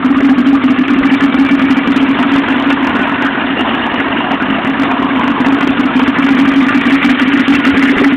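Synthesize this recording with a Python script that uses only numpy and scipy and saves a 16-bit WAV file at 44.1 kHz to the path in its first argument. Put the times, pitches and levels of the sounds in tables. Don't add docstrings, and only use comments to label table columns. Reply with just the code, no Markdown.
import sys
import numpy as np
from scipy import signal
from scipy.fft import rfft, irfft
from scipy.io import wavfile

SR = 44100
rng = np.random.default_rng(int(sys.argv[2]) if len(sys.argv) > 2 else 0)


def waveform_to_disk(signal):
    frames = np.transpose(np.atleast_2d(signal))
    scaled = np.clip(frames, -1, 1) * 32767
    samples = np.round(scaled).astype(np.int16)
    wavfile.write(sys.argv[1], SR, samples)


N = 359856
TIME = np.arange(N) / SR


def from_db(db):
    return 10 ** (np.asarray(db) / 20)


def rms_one(x):
    return x / np.sqrt(np.mean(x ** 2) + 1e-20)


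def chance(count):
    return np.clip(rng.standard_normal(count), -1.6, 1.6)


def clicks(times_s, sizes):
    out = np.zeros(N)
    np.add.at(out, np.clip(np.round(times_s * SR).astype(int), 0, N - 1), sizes)
    return out


def bursts(times_s, sizes, decay_s):
    r = np.exp(-1 / (decay_s * SR))
    return signal.lfilter([np.e / (decay_s * SR)], [1, -2 * r, r * r], clicks(times_s, sizes) + 1e-18)


def grains(rate_hz=6000):
    count = int(rate_hz * N / SR)
    sizes = from_db(2 * np.minimum(rng.exponential(1, count), 4)) * rng.choice([-1, 1], count)
    return rms_one(clicks(rng.uniform(0, N / SR, count), sizes))


def ring(drive, hz, t60_s):
    r, w = np.exp(-np.log(1000) / (t60_s * SR)), 2 * np.pi * hz / SR
    return signal.lfilter([0, np.sin(w)], [1, -2 * r * np.cos(w), r * r], drive + 1e-18)


def resonance(x, hz, width_hz):
    r, w = np.exp(-np.pi * width_hz / SR), 2 * np.pi * hz / SR
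    return signal.lfilter(np.array([1, 0, -1]) * (1 - r * r) / 2, [1, -2 * r * np.cos(w), r * r], x)


def colour(x, spectrum):
    hz, db = np.transpose(spectrum)
    bins_hz = np.maximum(np.arange(N // 2 + 1) * SR / N, 1)
    gain = from_db(np.interp(np.log(bins_hz), np.log(hz), db))
    skirts = np.minimum(hz[-1] / bins_hz, 1) ** 2 * np.minimum(bins_hz / hz[0], 1)
    return rms_one(irfft(rfft(x) * gain * skirts, N))


# start t/s, second cylinder's answer on the next stroke/0-1
FIRING_RUNS = [(0.043, .7), (.099, 0), (0.162, 0), (0.222, .8), (0.289, 1), (0.375, 1), (.461, 0.7),
               (.634, 1), (0.781, 1), (0.896, 1), (0.979, 0.03), (1.045, 0.01), (1.217, 1), (1.339, 0),
               (1.384, 0.92), (1.506, 0.9), (1.612, 1), (1.7, 0.6), (1.871, 0.9), (1.958, 0.04),
               (2.188, 0.9), (2.497, 0.1), (2.66, 0), (2.823, 0), (3.112, 0), (3.371, 0.05), (3.606, 0.8),
               (3.935, 0.5), (4.304, 1), (4.416, .8), (4.668, 1), (4.79, 0.3), (5.398, 0.7), (5.625, .5),
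               (5.789, 0.7), (5.952, 0.6), (6.18, 0), (6.239, 0), (6.302, 0), (6.343, 0.3), (6.554, 0.7),
               (6.744, 1), (6.853, 0.7), (7.04, 0.94), (7.21, 0.8), (7.476, 1), (7.662, 0.85),
               (7.767, 0.12), (7.997, .9)]


def crank(stroke_hz=47.6, catch_every=3, stumble_strokes=3):
    rows = [(.0065, .015, False)]
    ends_s = [start_s for start_s, _ in FIRING_RUNS[1:]] + [N / SR + (stumble_strokes + 1) / stroke_hz]
    for (start_s, answer), end_s in zip(FIRING_RUNS, ends_s):
        count = round((end_s - start_s) * stroke_hz)
        for k, at_s in enumerate(np.linspace(start_s, end_s, count, endpoint=False)):
            running = k == 0 or k < count - stumble_strokes
            caught = answer if k == 1 else (running and k % catch_every == 0)
            rows.append((at_s, caught, running))
    return np.transpose([row for row in rows if row[0] < N / SR])


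def piston_slaps(lead_s=.01958, jitter_s=.0021, catch_db=2.17, spread_db=1.42):
    strokes_s, caught, _ = crank()
    times_s = strokes_s - lead_s + jitter_s * chance(len(strokes_s))
    return times_s, catch_db * caught + spread_db * chance(len(times_s))


def rattle(slaps, steady, spread_db, decay_s, scatter_s=0):
    times_s, force_db = slaps
    count = len(times_s)
    sizes = from_db(force_db + spread_db * chance(count))
    return rms_one(grains() * (steady + bursts(times_s + scatter_s * chance(count), sizes, decay_s)))


# f/Hz, relative level/dB
RUMBLE_SPECTRUM = [(20, -19.5), (35, -10), (60, -3.5), (100, 0), (160, -0.5), (230, 14.5), (330, 8.5),
                   (420, -0.5), (520, -10.5), (700, -18)]


def rumble(slaps, level_db=-20.5):
    shaking = rattle(slaps, steady=.99, spread_db=3.5, decay_s=.0033)
    return from_db(level_db) * colour(shaking, RUMBLE_SPECTRUM)


def struck(blows, modes, gain_db, decay_s, spread_db=2):
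    times_s, blow_db = np.transpose(blows)
    out = 0
    for hz, mode_db, t60_s in modes:
        sizes = from_db(blow_db + gain_db + mode_db + spread_db * chance(len(times_s)))
        flurry = bursts(times_s, sizes, decay_s) * grains()
        out += ring(flurry, hz, t60_s) / np.sqrt(t60_s * SR)
    return out


# t/s, relative level/dB
HANDLING_THUMPS = [(.2, -22.5), (1.008, -24), (7.735, -26), (7.918, -30), (7.96, -24), (8.008, -21)]
# f/Hz, relative level/dB, t60/s
THUMP_MODES = [(392, 7.5, 0.089), (418, 8, 0.0065), (760, -9.5, 0.069)]


def handling_thumps():
    return struck(HANDLING_THUMPS, THUMP_MODES, gain_db=16, decay_s=.005)


# t/s, relative level/dB
DRIVE_BLOWS = [(.772, -11), (1.029, -7.5), (1.096, -10.5), (1.202, -12), (1.488, -10), (1.594, -11.5),
               (1.918, -10), (2.308, -13), (2.705, -6), (2.869, -16), (3.175, -15.5), (3.995, -5),
               (5.443, -13), (5.606, -10), (6.06, -10), (6.163, -12), (6.393, -8.5), (6.682, -3.5),
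               (6.918, -18), (7.025, -5.5), (7.193, -5.5), (7.316, -12), (7.544, -6), (7.645, -7.5),
               (7.823, -3.5), (7.98, -7)]
# f/Hz, relative level/dB, t60/s
DRIVE_MODES = [(816, -11.5, 0.01), (1168, -7.5, 0.18), (1442, 0.5, 0.046), (1754, 0.5, 0.19),
               (2045, 2.5, 0.012), (2226, -9.5, .04), (2722, -3, 0.035), (3305, -11, 0.049)]


def drive_knocks(slaps, light_share=.08, light_db=-14.5):
    times_s, _ = slaps
    levels_db = light_db + chance(len(times_s))
    light_blows = np.c_[times_s, levels_db][rng.random(len(times_s)) < light_share]
    return struck(np.r_[DRIVE_BLOWS, light_blows], DRIVE_MODES, gain_db=2, decay_s=.0046)


def engine_block(slaps, count=20, relative_width=.041):
    out = 0
    for hz in np.geomspace(650, 3500, count) * rng.uniform(.98, 1.02, count):
        shaking = rattle(slaps, steady=0, spread_db=5, decay_s=.0063, scatter_s=.0053)
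        out += resonance(shaking, hz, relative_width * hz)
    return rms_one(out)


# f/Hz, relative level/dB
CLATTER_SPECTRUM = [(300, 6.5), (480, 3.5), (700, -2), (900, -2.5), (1200, 2.5), (1600, 0.5), (2000, -2.5),
                    (2500, -4.5), (3000, -6.5), (3400, -5.5), (4200, -3)]
# t/s, relative level/dB, relative treble level/dB
CLATTER_PATH = [(0, -19.5, -26), (.8, -20.5, -23), (1.3, -18, -22), (2.4, -16, -19.5), (4, -17.5, -22.5),
                (5.6, -16.5, -22), (6.2, -17, -21), (7.1, -18, -18.5), (8.15, -18, -19.5)]
# f/Hz, nominal width/Hz, relative level/dB, loudest t/s, spread/s
PANEL_MODES = [(695, 173, -7.5, 4.22, 1.53), (959, 184, -5, 4.12, 1.45), (1094, 120, -5, 5.18, 0.2),
               (1165, 85, -11, 6.96, 0.43), (1198, 200, -3.5, 0.2, 0.78), (1473, 64, -5, 3.2, 0.17),
               (1432, 59, -10.5, 7.73, 0.36), (1680, 77, -12, 8.46, 0.37), (1793, 220, -8.5, 3.68, 0.96),
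               (1830, 470, -1.5, 7.73, 0.86), (2308, 72, -9.5, 1.33, 0.6), (2299, 86, -7, 6.87, 0.4),
               (2288, 69, -18.5, 7.2, 1.3), (2690, 98, -10, 8.9, 0.55), (2830, 280, -9.5, 4.03, 0.73),
               (1745, 70, -11.5, 1, 0.45), (1189, 12, 5, 6.73, 0.023), (400, 180, -11, 7.94, 0.26)]


def hood_clatter(slaps, split_hz=2000):
    path_s, *levels_db = np.transpose(CLATTER_PATH)
    clatter_db, treble_db = [np.interp(TIME, path_s, db) for db in levels_db]
    impacts = rattle(slaps, steady=1, spread_db=4.5, decay_s=.0025)
    broad = colour(impacts, CLATTER_SPECTRUM) + colour(engine_block(slaps), CLATTER_SPECTRUM)
    low = signal.sosfiltfilt(signal.butter(3, split_hz, fs=SR, output="sos"), broad)
    out = from_db(clatter_db - 2) * rms_one(low) + from_db(treble_db - 1) * rms_one(broad - low)
    for hz, width_hz, panel_db, loudest_s, spread_s in PANEL_MODES:
        swell = np.exp(-.5 * ((TIME - loudest_s) / spread_s) ** 2)
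        shaking = rattle(slaps, steady=.15, spread_db=6, decay_s=.0098, scatter_s=.0051)
        stage_width_hz = 1.27 * width_hz
        tone = resonance(resonance(shaking, hz, stage_width_hz), hz, stage_width_hz)
        out += from_db(clatter_db + panel_db) * swell * rms_one(tone)
    return out


# f/Hz, relative level/dB, t60/s, polarity
PIPE_MODES = [(277.3, 0, .215, 1), (247.4, -.9, .1, -1), (207, -21, .14, -1), (186, -23, .17, -1),
              (328, -26, .15, 1)]
# t/s, relative level/dB
BOOM_PATH = [(0, 1), (1.9, -.5), (2.8, -4.5), (3.7, -9.5), (4.6, -8), (5.2, -4.5), (5.8, -0.5),
             (8.15, -0.5)]


def exhaust(stray_share=.2, stray_db=-3.5, puff_db=-15, gas_db=-54, jitter_s=.001, gain_db=-1.26):
    times_s, caught, running = crank()
    count = len(times_s)
    strays = running * (rng.random(count) < stray_share) * from_db(stray_db)
    pops = np.maximum(caught, strays) * from_db(.57 * chance(count))
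    puffs = from_db(puff_db + 3 * chance(count))
    sizes = np.maximum(pops, puffs) * from_db(np.interp(times_s, *np.transpose(BOOM_PATH)))
    ports_s = times_s + jitter_s * chance(count)
    gas = from_db(gas_db) * rng.standard_normal(N) * bursts(ports_s, sizes, decay_s=.008)
    silencer = signal.butter(2, [160, 700], "band", fs=SR, output="sos")
    pulses = signal.sosfilt(silencer, clicks(ports_s, sizes) + gas)
    return sum(polarity * from_db(mode_db + gain_db) * ring(pulses, hz, t60_s)
               for hz, mode_db, t60_s, polarity in PIPE_MODES)


def scene():
    slaps = piston_slaps()
    mix = exhaust() + rumble(slaps) + hood_clatter(slaps) + handling_thumps() + drive_knocks(slaps)
    return mix[None]


def overload(x, ceiling=.72, knee_share=.97):
    knee = knee_share * ceiling
    headroom = ceiling - knee
    excess = np.maximum(np.abs(x) - knee, 0)
    return np.sign(x) * (np.minimum(np.abs(x), knee) + headroom * np.tanh(excess / headroom))


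def record(dry):
    heard = signal.sosfilt(signal.butter(1, 22, "high", fs=SR, output="sos"), dry)
    heard = signal.sosfilt(signal.butter(10, 3314, fs=SR, output="sos"), heard)
    heard = signal.sosfilt(signal.ellip(8, .1, 70, 4150, fs=SR, output="sos"), heard)
    return signal.sosfilt(signal.ellip(10, .1, 80, 15900, fs=SR, output="sos"), overload(heard))


dry = scene()
out = record(dry)
waveform_to_disk(out)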